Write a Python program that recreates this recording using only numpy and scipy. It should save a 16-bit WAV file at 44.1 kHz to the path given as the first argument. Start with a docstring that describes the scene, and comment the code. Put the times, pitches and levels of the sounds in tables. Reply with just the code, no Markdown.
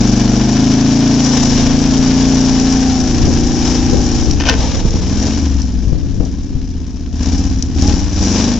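"""Old V8 pickup on a snowy bank

An old V8 pickup claws up a snowy bank at full throttle, breaks a branch, bogs down and is revved again.
Uneven firing pulses ring through exhaust colours as boom and bark; filtered noise adds rasp and sizzle.
Shaped noise makes the flung snow, splintering wood, snapping twigs and wind, swept tones the tyre whine.
Bare trees answer with a short noise tail, and gusts buffet the microphone with rumble, thud and flutter."""
import sys
import numpy as np
from scipy import signal
from scipy.fft import rfft, irfft, next_fast_len
from scipy.io import wavfile
from scipy.ndimage import uniform_filter1d, map_coordinates

SR = 44100
rng = np.random.default_rng(int(sys.argv[2]) if len(sys.argv) > 2 else 0)


def inscribe(sig):
    """Save sig as 16-bit PCM at rate SR to the path in sys.argv[1].

    A 1-D sig is mono; a 2-D sig holds one channel per row.
    Samples are clipped to [-1, 1] before scaling.
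    """
    pcm = np.round(np.clip(np.atleast_2d(sig).T, -1, 1) * 32767)
    wavfile.write(sys.argv[1], SR, pcm.astype(np.int16))


N = 378819  # length in samples

# Engine speed. Each row: time in seconds, crank speed in rpm.
ENGINE_SPEED = [(0, 2922), (0.36, 3000), (0.63, 3238), (0.78, 3265), (0.98, 3378), (1.08, 3395),
                (1.32, 3325), (1.55, 3205), (1.78, 3315), (1.93, 3452), (2.18, 3495), (2.28, 3540),
                (2.38, 3478), (2.58, 3455), (2.72, 3526), (2.88, 3478), (2.98, 3410), (3.25, 3288),
                (3.85, 3410), (4.06, 3305), (4.22, 3285), (4.33, 3215), (4.67, 2402), (4.9, 2279),
                (5.1, 2590), (5.28, 2985), (5.38, 3055), (5.77, 2385), (6.26, 2065), (6.55, 1965),
                (7.13, 1797), (7.23, 1850), (7.39, 2055), (7.74, 1850), (7.82, 1950), (7.99, 2365),
                (8.16, 2470), (8.25, 2610), (8.5, 3190), (8.59, 3154)]
# The long pull up the bank. 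Each row: time in seconds, throttle from 0 to 1.
CLIMB_THROTTLE = [(0, 0.95), (1.17, 0.92), (1.45, 0.85), (2.35, 0.98), (2.84, 0.87), (2.98, 0.83),
                  (3.72, 0.76), (4.22, 0.8), (4.37, 0.5), (5.0, 0.2), (5.6, 0.05)]
# Stabs of the pedal once the truck is stuck. Each row: start, rise and hold in seconds, throttle from 0 to 1.
PEDAL_STABS = [(4.828, 0.37, 0.12, 0.76), (7.102, 0.13, 0.15, 0.76), (7.69, 0.11, 0.12, 0.89),
               (7.912, 0.33, 0.18, 0.98)]
RELEASE_S = 0.36  # time constant of the gas flow dying away after each stab
TURN_START_S, TURN_END_S = 1.12, 4.1  # the truck swings from side-on to tail-on
REFERENCE_RPM = 3000
# Engine voices by name. Each row: level in dB at the reference speed with throttle shut and truck side-on,
# then the change in dB per octave of speed, by full throttle, and by the full turn.
VOICE_LEVELS = {"boom": (-32, -5, 13.5, 3), "drone": (-28.5, 1, 11, -9), "bark": (-24.5, 4.5, 12.5, -1.5),
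                "rasp": (-45, 6, 18.5, -1.5), "rush": (-45, 4, 17, 0), "sizzle": (-45.5, 4, 20.5, 3)}
# The ways the engine runs, by name; the order sets the rows of the firing and state tables below.
ENGINE_STATES = ["straining", "racing", "dragged down", "flat out", "tail-on", "blipped", "coasting",
                 "lugging", "lunging", "picking up", "revving"]
# Passage from state to state. Each row: time in seconds, name of the state.
ENGINE_STATE_TIMES = [(.33, "straining"), (.6, "racing"), (1.12, "racing"), (1.45, "dragged down"),
                      (1.65, "dragged down"), (2.0, "flat out"), (2.7, "flat out"), (3.15, "tail-on"),
                      (4.3, "tail-on"), (4.6, "coasting"), (5.05, "blipped"), (5.35, "blipped"),
                      (5.44, "coasting"), (5.85, "coasting"), (6.3, "lugging"), (7.7, "lugging"),
                      (7.8, "lunging"), (7.93, "lunging"), (8.02, "picking up"), (8.18, "picking up"),
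                      (8.3, "revving")]
# Each row: the relative sizes from 0 to 1 of the eight firings of a cycle, for one state.
FIRING_SIZES = [(0.26, 0.55, 0.29, 0.33, 0.26, 0.53, 0.32, 1),
                (0.12, 0.43, 0.66, 0.52, 0.72, 0.41, 0.67, 0.34),
                (0.12, 0.92, 0.49, 0.35, 0.18, 0.11, 0.45, 0.68),
                (0.15, 0.75, 0.51, 0.35, 0.44, 0.19, 0.45, 0.27),
                (0.24, 0.51, 0.54, 0.065, 0.61, 0.4, 0.44, 0.41),
                (0.31, 0.8, 0.13, 0.23, 0.79, 0.76, 0.55, 0.29),
                (0.45, 0.64, 0.4, 0.42, 0.16, 1, 0.78, 0.61),
                (0.5, 0.18, 0.32, 0.32, 0.77, 0.8, 0.53, 0.44),
                (0.39, 0.59, 0.091, 0.29, 0.96, 0.44, 0.41, 0.17),
                (0.46, 0.77, 0.27, 0.87, 0.41, 0.17, 0.14, 0.49),
                (0.53, 0.51, 0.13, 0.95, 0.58, 0.49, 0.31, 0.43)]
# Each row: how late the same eight firings come in firing intervals, for one state.
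FIRING_LATENESS = [(-0.033, -0.21, 0.18, -0.36, 0.14, 0.32, 0.05, -0.02),
                   (-0.06, -0.033, -0.053, -0.35, 0.19, 0.3, -0.03, 0.034),
                   (-0.0063, -0.091, -0.13, -0.41, 0.24, 0.34, -0.16, 0.078),
                   (0.31, -0.12, -0.045, -0.27, -0.11, 0.42, -0.47, 0.1),
                   (0.33, -0.074, 0.134, 0.09, -0.26, 0.22, -0.279, 0.14),
                   (0.11, -0.04, 0.18, -0.25, -0.35, 0.24, -0.48, 0.15),
                   (-0.13, -0.36, 0.38, 0.017, -0.17, 0.2, -0.09, 0.08),
                   (-0.29, -0.24, 0.43, -0.2, 0.204, -0.262, 0.27, 0.17),
                   (-0.09, -0.12, 0.16, -0.18, 0.45, -0.33, -0.063, 0.09),
                   (-0.01, 0.01, -0.47, -0.32, 0.37, -0.039, -0.097, 0.45),
                   (0.06, 0.11, 0.31, -0.21, 0.33, -0.31, 0.21, 0.12)]
# Each value: change of the boom in dB, for one state.
STATE_BOOM = [0.5, -4, -1, -4.5, -1, -1.5, 2.5, 0, 0, 3, -3]
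# Each value: change of the bark in dB, for one state.
STATE_BARK = [0, 0, 0.4, 0.2, 0, 0.5, -1.4, 0, 4, -4, -0.1]
# Gas hissing through a leaking joint. Each value: relative strength at one of the eight firings.
LEAK_STRENGTHS = [0.49, 0.23, 0.34, 0.81, 0.64, 0.49, .6, 0.4]
# Colour of the exhaust stacks. Each row: frequency in Hz, gain in dB.
STACK_COLOUR = [(20, 12), (45, 12.5), (60, 13), (80, 17), (100, 0), (135, -2.5), (160, -8), (185, 1.75),
                (215, -5.5), (240, -0.47), (262, 1.03), (290, -2), (325, -7), (360, -7.5), (420, -15.5),
                (600, -28)]
# Colour of the torn edge of each firing. Each row: frequency in Hz, gain in dB.
RASP_COLOUR = [(220, -18), (380, 3), (539, 0), (669, -3.5), (781, 0), (893, -7), (990, -12.5),
               (1180, -41.5), (1300, -16.5), (1690, -26.5), (2860, -120)]
# Colour of the fan's rush. Each row: frequency in Hz, gain in dB.
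RUSH_COLOUR = [(590, -10.5), (1000, -2.5), (1190, -8), (1810, -5.5), (2030, -10), (2330, -7), (4440, -7.5),
               (4800, -6), (6240, -53.5), (10600, -120)]
# Colour of the escaping gas and of flung snow. Each row: frequency in Hz, gain in dB.
SIZZLE_COLOUR = [(2470, -32), (4200, -16), (4450, -19), (4920, -6.5), (5760, -0.5), (6250, -7.5),
                 (6890, -5), (8450, -21.5), (11000, -91.5), (18600, -120)]
CHUFF_DB, CHUFF_TURN = 1, 0.3  # throb at full strain: swing each way, place of its height in crank turns
# The pipe's hum with the pedal lifted. Each row: height and length in seconds, level in dB.
OVERRUN_HUMS = [(4.613, 0.18, -26), (5.503, 0.2, -21.5), (5.718, 0.55, -21.5)]
# A narrow howl among the engine's overtones; its pitch drifts between the listed times.
# Each row: height and length in seconds, frequency in Hz, level in dB.
HOWL_FLARES = [(0.296, 1.4, 704, -37), (1.002, .9, 730, -46), (2.189, 1.2, 784, -37.5),
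               (2.798, 0.69, 743, -30.5), (3.754, 1.5, 794, -35), (7.32, 0.6, 820, -43.5),
               (7.88, 0.37, 815, -34)]
HOWL_WIDTH_HZ = 45  # distance from the centre at which an overtone's gain is halved
# Tyres throwing snow and frozen mud. Each row: height and length in seconds, churn and hiss levels in dB.
SNOW_SPRAYS = [(1.374, 0.59, -26, -23), (1.634, 0.29, -26.5, -30), (3.7, 0.3, -28, -26.5),
               (4.643, 0.35, -27.5, -30.5), (4.91, 0.76, -32.5, -33.5), (5.288, 0.18, -33, -45),
               (6.31, 0.6, -48, -49), (7.88, 0.16, -30, -33), (8.4, 0.42, -27.5, -31.5)]
# Colour of the churned mud. Each row: frequency in Hz, gain in dB.
CHURN_COLOUR = [(200, -26), (450, 3.5), (620, -2.5), (900, -2.5), (1300, -13), (2200, -11.5), (4000, -9.5),
                (7000, -26.5), (11000, -88)]
# Rubber and wood rubbing. Each row: start and length in seconds, first and last pitch in Hz, level in dB.
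TYRE_WHINES = [(4.54, 0.72, 610, 320, -32), (4.445, 0.125, 640, 370, -21.5), (4.6, .09, 720, 960, -28)]
# A branch splintering under the truck.
# Each row: height in seconds, level in dB, rise before it in seconds, time to fall 60 dB in seconds.
BRANCH_TEARS = [(4.405, -22.5, 0.013, 0.21), (4.471, -20, 0.021, 0.27), (4.5, -15.5, 0.024, 0.1),
                (4.522, -32.5, 0.0071, 0.063)]
# Colour of the tearing wood. Each row: frequency in Hz, gain in dB.
BRANCH_COLOUR = [(200, -46), (500, -2.5), (900, -2.5), (1250, -8), (1700, -2.5), (2200, -5), (2900, -1.5),
                 (4000, -8.5), (6000, -3), (8500, -30), (12000, -58.5)]
# Modes of the steel underbody. Each row: frequency in Hz, level in dB, time to fall about 74 dB in seconds.
UNDERBODY_MODES = [(510, -7, .1), (680, -8, .09), (1040, -2, .12), (1560, -1, .07), (1830, 0, .06),
                   (2700, -2, .05), (3150, -6, .04)]
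# Twigs snapping. Each row: time in seconds, level in dB.
TWIG_SNAPS = [(4.311, -12), (4.907, -17.5), (5.1285, -16.5), (5.261, -19.5), (5.618, -18), (6.25, -23.5),
              (7.3285, -15.5), (7.6249, -9), (7.822, -10), (7.877, -11.5)]
# Colour of a snap. Each row: frequency in Hz, gain in dB.
TWIG_COLOUR = [(500, -24.5), (2000, -35.5), (4200, -12.5), (5700, 2), (7000, -8), (9000, -22.5),
               (15000, -57)]
# Dull knocks. Each row: time in seconds, peak in dB, left minus right in dB.
KNOCK_TIMES = [(3.3, -12, 8), (3.937, -9, 10), (3.984, -11, 8), (4.275, -9, 5), (4.404, -7, 3),
               (4.595, -7, 3), (4.852, -4, 0), (4.942, -8, -4), (4.956, -7, -6), (5.93, -8.5, 10),
               (6.206, -7.5, 10), (6.241, -13, 8)]
# Colour of a knock. Each row: frequency in Hz, gain in dB.
KNOCK_COLOUR = [(30, -19), (130, 5), (200, 5), (300, -1), (450, -10), (750, -18.5), (1200, -38.5),
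                (3000, -52.5), (9000, -73)]
# Wind on the microphone. Each row: time in seconds, level in dB.
WIND_LEVEL = [(0, -59.5), (1.0, -48.5), (1.55, -20), (2.8, -24), (3.25, -15.5), (3.6, -19), (5.1, -17.5),
              (5.55, -20), (6.9, -25.5), (7.7, -18.5), (8.59, -27)]
# Colour of the wind's rumble. Each row: frequency in Hz, gain in dB.
BUFFET_COLOUR = [(8, -20), (20, -2), (35, -1), (58, 0), (90, -4), (140, -10), (200, -16), (290, -15),
                 (400, -25), (700, -42), (1500, -80)]
# Gusts striking the microphone. Each row: time in seconds, swell in dB, relative thud in dB,
# relative flutter in dB, left minus right in dB.
WIND_GUSTS = [(1.992, -49, -9, -34, 12.5), (3.271, -27.5, -14, -15.5, 10.5),
              (3.927, -29, -10.5, -17.5, 20.5), (3.994, -36, -7.5, -26.5, 8.5),
              (4.307, -24, -26, -42.5, 15), (4.849, -25.5, -5, -32.5, -10),
              (5.92, -23.5, -5.5, -29.5, 18.5), (6.199, -32, -10, -28, 25), (6.553, -28, -7, -47, 10)]
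GUST_S, FLUTTER_S = 0.46, 0.3  # length of the swell, time for the flutter to fall 60 dB
# Low modes of a gust's thud. Each row: frequency in Hz, level in dB, time to fall 60 dB in seconds.
THUD_MODES = [(32.2, 11.5, 0.051), (59, -1.5, 0.21), (135, 9, 0.07), (210, -12.5, 0.1)]
# Colour of the flutter. Each row: frequency in Hz, gain in dB.
FLUTTER_COLOUR = [(60, -24.5), (200, 5), (450, 0), (750, -8.5), (1300, -31), (3000, -41), (8000, -53.5)]
# The trees' answer. Each row: frequency in Hz, time to fall about 60 dB in seconds.
WOODS_DECAY = [(100, 0.73), (1000, 0.34), (8000, 0.033)]
# Stereo spread of noise. Each row: frequency in Hz, left-right correlation.
EAR_LIKENESS = [(25, .25), (60, .3), (125, .6), (250, .85), (1000, .9), (2500, .92), (5500, .55),
                (8000, .4)]
TOP_HZ = 16000  # band limit of the output


def amp(db):
    """Decibels to gain."""
    return 10 ** (np.asarray(db) / 20)


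def unit(x):
    """Scale to rms 1."""
    return x / np.sqrt(np.mean(x ** 2) + 1e-20)


def along(points, hz):
    """Read (Hz, value) points on a log frequency axis."""
    f, v = np.transpose(points)
    return np.interp(np.log(hz + 1), np.log(f + 1), v)


def curves(rows):
    """One value per sample for each column after the time."""
    s, *cols = np.transpose(rows)
    return [np.interp(np.arange(N) / SR, s, c) for c in cols]


def wobble(rate):
    """A smooth random curve, rate knots a second."""
    knots = rng.standard_normal(int(N * rate / SR) + 4)
    return map_coordinates(knots, [np.arange(N) * rate / SR])


def swell(centre_s, length_s):
    """One smooth rise and fall, 1 at its height."""
    return np.cos(np.pi * np.clip((np.arange(N) / SR - centre_s) / length_s, -.5, .5))


def filtered(x, response):
    """Shape the spectrum of x by a gain that is a function of frequency."""
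    n = x.shape[-1]
    m = next_fast_len(n + SR // 2, real=True)
    return irfft(rfft(x, m) * response(np.fft.rfftfreq(m, 1 / SR)), m)[..., :n]


def below(hz, edge_hz):
    """A steep low-pass gain."""
    return 1 / (1 + (hz / edge_hz) ** 12)


def ring(x, points, size=16384):
    """Causal colour: each pulse rings on after it arrives."""
    cepstrum = irfft(np.log(amp(along(points, np.fft.rfftfreq(size, 1 / SR)))))
    # folding the cepstrum forward gives minimum phase
    cepstrum[1:size // 2] *= 2
    cepstrum[size // 2 + 1:] = 0
    return signal.fftconvolve(x, irfft(np.exp(rfft(cepstrum))))[:len(x)]


def steady(x, span):
    """Hold the slow level at rms 1 and keep the throb inside span seconds."""
    width = int(span * SR)
    power = uniform_filter1d(uniform_filter1d(x * x, width), width)
    return x / np.sqrt(np.abs(power) + 1e-20)


def noise(points):
    """Coloured stereo noise of rms 1, its left-right likeness set for each frequency."""
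    def mid_side_gains(hz):
        turn = np.arccos(np.clip(along(EAR_LIKENESS, hz), -1, 1)) / 2
        return amp(along(points, hz)) * [np.cos(turn), np.sin(turn)]

    mid, side = filtered(rng.standard_normal((2, N)), mid_side_gains)
    return unit(np.array([mid + side, mid - side]))


def pan(db):
    """Left and right gains for a left minus right level in dB."""
    return amp(np.array([[.5], [-.5]]) * db)


def impulses(samples, sizes):
    """Impulses shared between the two nearest samples."""
    whole = samples.astype(int)
    part = samples - whole
    early = np.bincount(whole, sizes * (1 - part), N + 2)
    late = np.bincount(whole + 1, sizes * part, N + 2)
    return (early + late)[:N]


def fade(x, t60):
    """Give each impulse an exponential tail that falls 60 dB in t60 seconds."""
    return signal.lfilter([1], [1, -amp(-60 / (t60 * SR))], x)


def crank_turns():
    """How far the crank has turned: the running sum of its speed."""
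    return np.cumsum(curves(ENGINE_SPEED)[0]) / 60 / SR


def shares(s):
    """How much each state of the engine holds at the times s, crossfading between them."""
    times, states = zip(*ENGINE_STATE_TIMES)
    return np.array([np.interp(s, times, [float(state == name) for state in states])
                     for name in ENGINE_STATES])


def throttle():
    """One long pull, then stabs that rise, hold and die away; the widest opening wins."""
    t = np.arange(N) / SR
    stabs = []
    for s, rise, hold, depth in PEDAL_STABS:
        release = np.exp(-np.maximum(t - s - rise - hold, 0) / RELEASE_S)
        stabs.append(depth * np.clip((t - s) / rise, 0, 1) * release)
    return np.max(curves(CLIMB_THROTTLE) + stabs, axis=0)


def heading():
    """0 while the truck stands side-on, 1 once its tail faces the listener."""
    return curves([(TURN_START_S, 0), (TURN_END_S, 1)])[0]


def loudness():
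    """Each engine voice's dB curve follows speed, throttle and heading; boom and bark also the state."""
    octaves = np.log2(curves(ENGINE_SPEED)[0] / REFERENCE_RPM)
    pedal, turned = throttle(), heading()
    level_db = {}
    for name, (db, speed_db, pedal_db, turn_db) in VOICE_LEVELS.items():
        level_db[name] = db + speed_db * octaves + pedal_db * pedal + turn_db * turned
    state = shares(np.arange(N) / SR)
    level_db["boom"] += np.array(STATE_BOOM) @ state
    level_db["bark"] += np.array(STATE_BARK) @ state
    return level_db


def firings(start_turn, scatter_db, jitter_s, count=8):
    """Exhaust pulses and leak pulses: eight uneven firings in two turns of the crank."""
    slots = (crank_turns() + start_turn) * count / 2
    index = np.arange(int(slots[0]) + 1, int(slots[-1]))
    state = shares(np.interp(index, slots, np.arange(N) / SR))
    strength, late = [(state * np.array(table)[:, index % count]).sum(axis=0)
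                      for table in (FIRING_SIZES, FIRING_LATENESS)]
    chance = rng.standard_normal((len(index), 3))
    at = np.interp(index + late, slots, np.arange(N)) + jitter_s * SR * chance[:, 0]
    at = np.clip(at, 0, N - 1)
    sizes = strength * amp(scatter_db * chance[:, 1])
    leak_sizes = np.array(LEAK_STRENGTHS)[index % count] * amp(2.5 * chance[:, 2])
    return impulses(at, sizes), impulses(at, leak_sizes)


def exhaust(pulses, level_db):
    """The stacks colour the pulses; boom, drone and bark are three bands, each with its own level."""
    pipe = ring(pulses, STACK_COLOUR)
    boom_hz, drone_hz = 105, 180  # upper edges
    voices = {
        "boom": filtered(pipe, lambda hz: below(hz, boom_hz) * (1 - below(hz, 24))),
        "drone": filtered(pipe, lambda hz: below(hz, drone_hz) - below(hz, boom_hz)),
        "bark": filtered(pipe, lambda hz: (1 - below(hz, drone_hz)) * below(hz, 375))}
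    return sum(amp(level_db[name]) * steady(voice, span=0.66) for name, voice in voices.items()) * pan(1.83)


def overrun(pipe):
    """As the revs collapse the pipe hums at three beats to two crank turns, in step with its own pulses."""
    phase = 2 * np.pi * 1.5 * crank_turns()
    # the pipe's own phase at this pitch, averaged over half a second
    lead = np.angle(signal.fftconvolve(pipe[0] * np.exp(-1j * phase), np.hanning(SR // 2), "same"))
    level = sum(amp(db) * swell(s, length) for s, length, db in OVERRUN_HUMS)
    return level * np.cos(phase + lead) * pan(1.3)


def gas(pulses, leaks, level_db):
    """Each firing tears out a rasp; the leaking joint spits a sizzle over the rush of the fan."""
    edge = steady(ring(pulses, RASP_COLOUR), span=0.073)
    # each spit swells for a moment before it dies
    spits = steady(fade(fade(leaks, t60=.018), t60=.007), span=.15)
    breathy = .5 * steady(.3 + spits, span=.13) * noise(RASP_COLOUR)
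    rasp = amp(level_db["rasp"]) * (edge + breathy)
    rush_gain = amp(level_db["rush"] + 1.35 * wobble(60))
    rush = rush_gain * steady(1 + .55 * spits, span=0.29) * noise(RUSH_COLOUR)
    sizzle_gain = amp(level_db["sizzle"] + 1.3 * wobble(130))
    sizzle = sizzle_gain * steady(1 + .75 * spits, span=0.2) * noise(SIZZLE_COLOUR)
    return rasp * pan(1.8) + rush * pan(4.2) + sizzle * pan(5.3)


def chuff():
    """One bank blows harder than the other, so under strain the gas throbs once in two crank turns."""
    strain = shares(np.arange(N) / SR)[ENGINE_STATES.index("straining")]
    return amp(CHUFF_DB * strain * np.cos(np.pi * (crank_turns() - CHUFF_TURN)))


def howl():
    """The engine's overtones flare up as they glide through a narrow resonance of drifting pitch."""
    cycle_hz = curves(ENGINE_SPEED)[0] / 120  # one cycle is two crank turns
    angle = np.pi * crank_turns()
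    centre_hz, = curves([(s, hz) for s, _, hz, _ in HOWL_FLARES])
    tone = np.zeros(N)
    for k in range(21, 50):
        resonance = 1 / (1 + ((k * cycle_hz - centre_hz) / HOWL_WIDTH_HZ) ** 2)
        tone += np.sin(k * angle + rng.uniform(0, 2 * np.pi)) * resonance
    level = sum(amp(db) * swell(s, length) for s, length, _, db in HOWL_FLARES)
    return level * steady(tone, span=0.18) * amp(1.1 * wobble(25)) * pan(2.9)


def spray():
    """The tyres churn the frozen mud and fling hissing snow: two noises swell and flicker together."""
    churn = sum(amp(db) * swell(s, length) for s, length, db, _ in SNOW_SPRAYS)
    hiss = sum(amp(db) * swell(s, length) for s, length, _, db in SNOW_SPRAYS)
    mud = churn * noise(CHURN_COLOUR) * pan(2.3)
    snow = hiss * noise(SIZZLE_COLOUR) * pan(7.8)
    return amp(3.1 * wobble(110)) * (mud + snow)


def whine():
    """A tyre slipping on ice and wood sings unsteady notes that glide in pitch."""
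    notes = np.zeros(N)
    for s, length, first_hz, last_hz, db in TYRE_WHINES:
        hz, = curves([(s, first_hz), (s + length, last_hz)])
        phase = 2 * np.pi * np.cumsum(hz * (1 + .04 * wobble(140))) / SR
        notes += amp(db) * swell(s + length / 2, length) * np.sin(phase)
    return notes * amp(0.93 * wobble(61)) * pan(3.5)


def branch():
    """Wood fibres strain, tear in a few ragged bursts and clank against the underbody."""
    now = np.arange(N) / SR
    tearing = np.zeros(N)
    for s, db, rise, t60 in BRANCH_TEARS:
        tearing += amp(db - 60 * np.maximum(now - s, 0) / t60) * np.clip(1 + (now - s) / rise, 0, 1)
    wood = tearing * amp(4.7 * wobble(360)) * noise(BRANCH_COLOUR)
    t = np.arange(SR // 4) / SR
    steel = sum(amp(db) * 0.0002 ** (t / decay_s) * np.sin(2 * np.pi * hz * t)
                for hz, db, decay_s in UNDERBODY_MODES)
    clank = signal.fftconvolve(wood, steel[None] / np.linalg.norm(steel), axes=1)[:, :N]
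    return (wood + amp(-14) * clank) * pan(3)


def twigs():
    """Thin sticks break with one bright click of fading noise each."""
    s, db = np.transpose(TWIG_SNAPS)
    return fade(impulses(s * SR, amp(db)), t60=0.018) * noise(TWIG_COLOUR) * pan(1.3)


def knocks():
    """Short dull blows, each one coloured impulse that dies quickly."""
    s, db, side_db = np.transpose(KNOCK_TIMES)
    blow = ring(signal.unit_impulse(SR // 10), KNOCK_COLOUR)
    hits = np.array([impulses(s * SR, side) for side in amp(db) * pan(side_db)])
    return signal.fftconvolve(hits, blow[None] / np.abs(blow).max(), axes=1)[:, :N]


def wind():
    """Wind rumbles on the microphone; gusts swell to one side, with a low thud and a short flutter."""
    strength = amp(curves(WIND_LEVEL)[0]) * pan(0.57)
    for s, db, _, _, side in WIND_GUSTS:
        strength = strength + amp(db) * swell(s, GUST_S) ** 2 * pan(side)
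    rumble = strength * amp(0.77 * wobble(17)) * noise(BUFFET_COLOUR)
    s, _, thud_db, flutter_db, side_db = np.transpose(WIND_GUSTS)

    def strikes(db):
        return np.array([impulses(s * SR, side) for side in amp(db) * pan(side_db)])

    t = np.arange(SR // 3) / SR
    modes = sum(amp(level - 60 * t / t60) * np.sin(2 * np.pi * hz * t) for hz, level, t60 in THUD_MODES)
    # each strike is softened before it excites the low modes
    blows = fade(strikes(thud_db - 44), t60=0.0048)
    thud = signal.fftconvolve(blows, modes[None], axes=1)[:, :N]
    # a short average rounds the onset of the flutter
    flutter = uniform_filter1d(fade(strikes(flutter_db - 1), t60=FLUTTER_S), int(0.0062 * SR))
    return rumble + thud + flutter * noise(FLUTTER_COLOUR)


def woods(x):
    """Trunks scatter a short diffuse answer: decaying noise, different at each ear."""
    hz, t, z = signal.stft(rng.standard_normal((2, SR // 2)), SR, nperseg=256)
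    decay = 0.00096 ** (t / along(WOODS_DECAY, hz)[:, None])
    tail = signal.istft(z * decay, SR, nperseg=256)[1]
    return signal.fftconvolve(x, tail / np.linalg.norm(tail[0]), axes=1)[:, :N]


def scene():
    """The truck and what it runs over, among the trees; the boom also rolls back from the bank."""
    pulses, leaks = firings(start_turn=1.03, scatter_db=.5, jitter_s=.00002)
    level_db = loudness()
    pipe = exhaust(pulses, level_db)
    pipe = pipe + overrun(pipe)
    bright = gas(pulses, leaks, level_db) * chuff() + howl()
    bright = bright + spray() + whine() + branch() + twigs()
    boom = filtered(pipe, lambda hz: below(hz, 85))
    return pipe + bright + knocks() + wind() + amp(-16) * woods(bright + boom)


def record(dry):
    """Flatten peaks at full scale, dull the treble down to a faint floor and cut all above the band limit."""
    dull = filtered(np.clip(dry, -1, 1), lambda hz: below(hz, 7270) + amp(-27))
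    return filtered(dull, lambda hz: hz < TOP_HZ)


dry = scene()
out = record(dry)
inscribe(out)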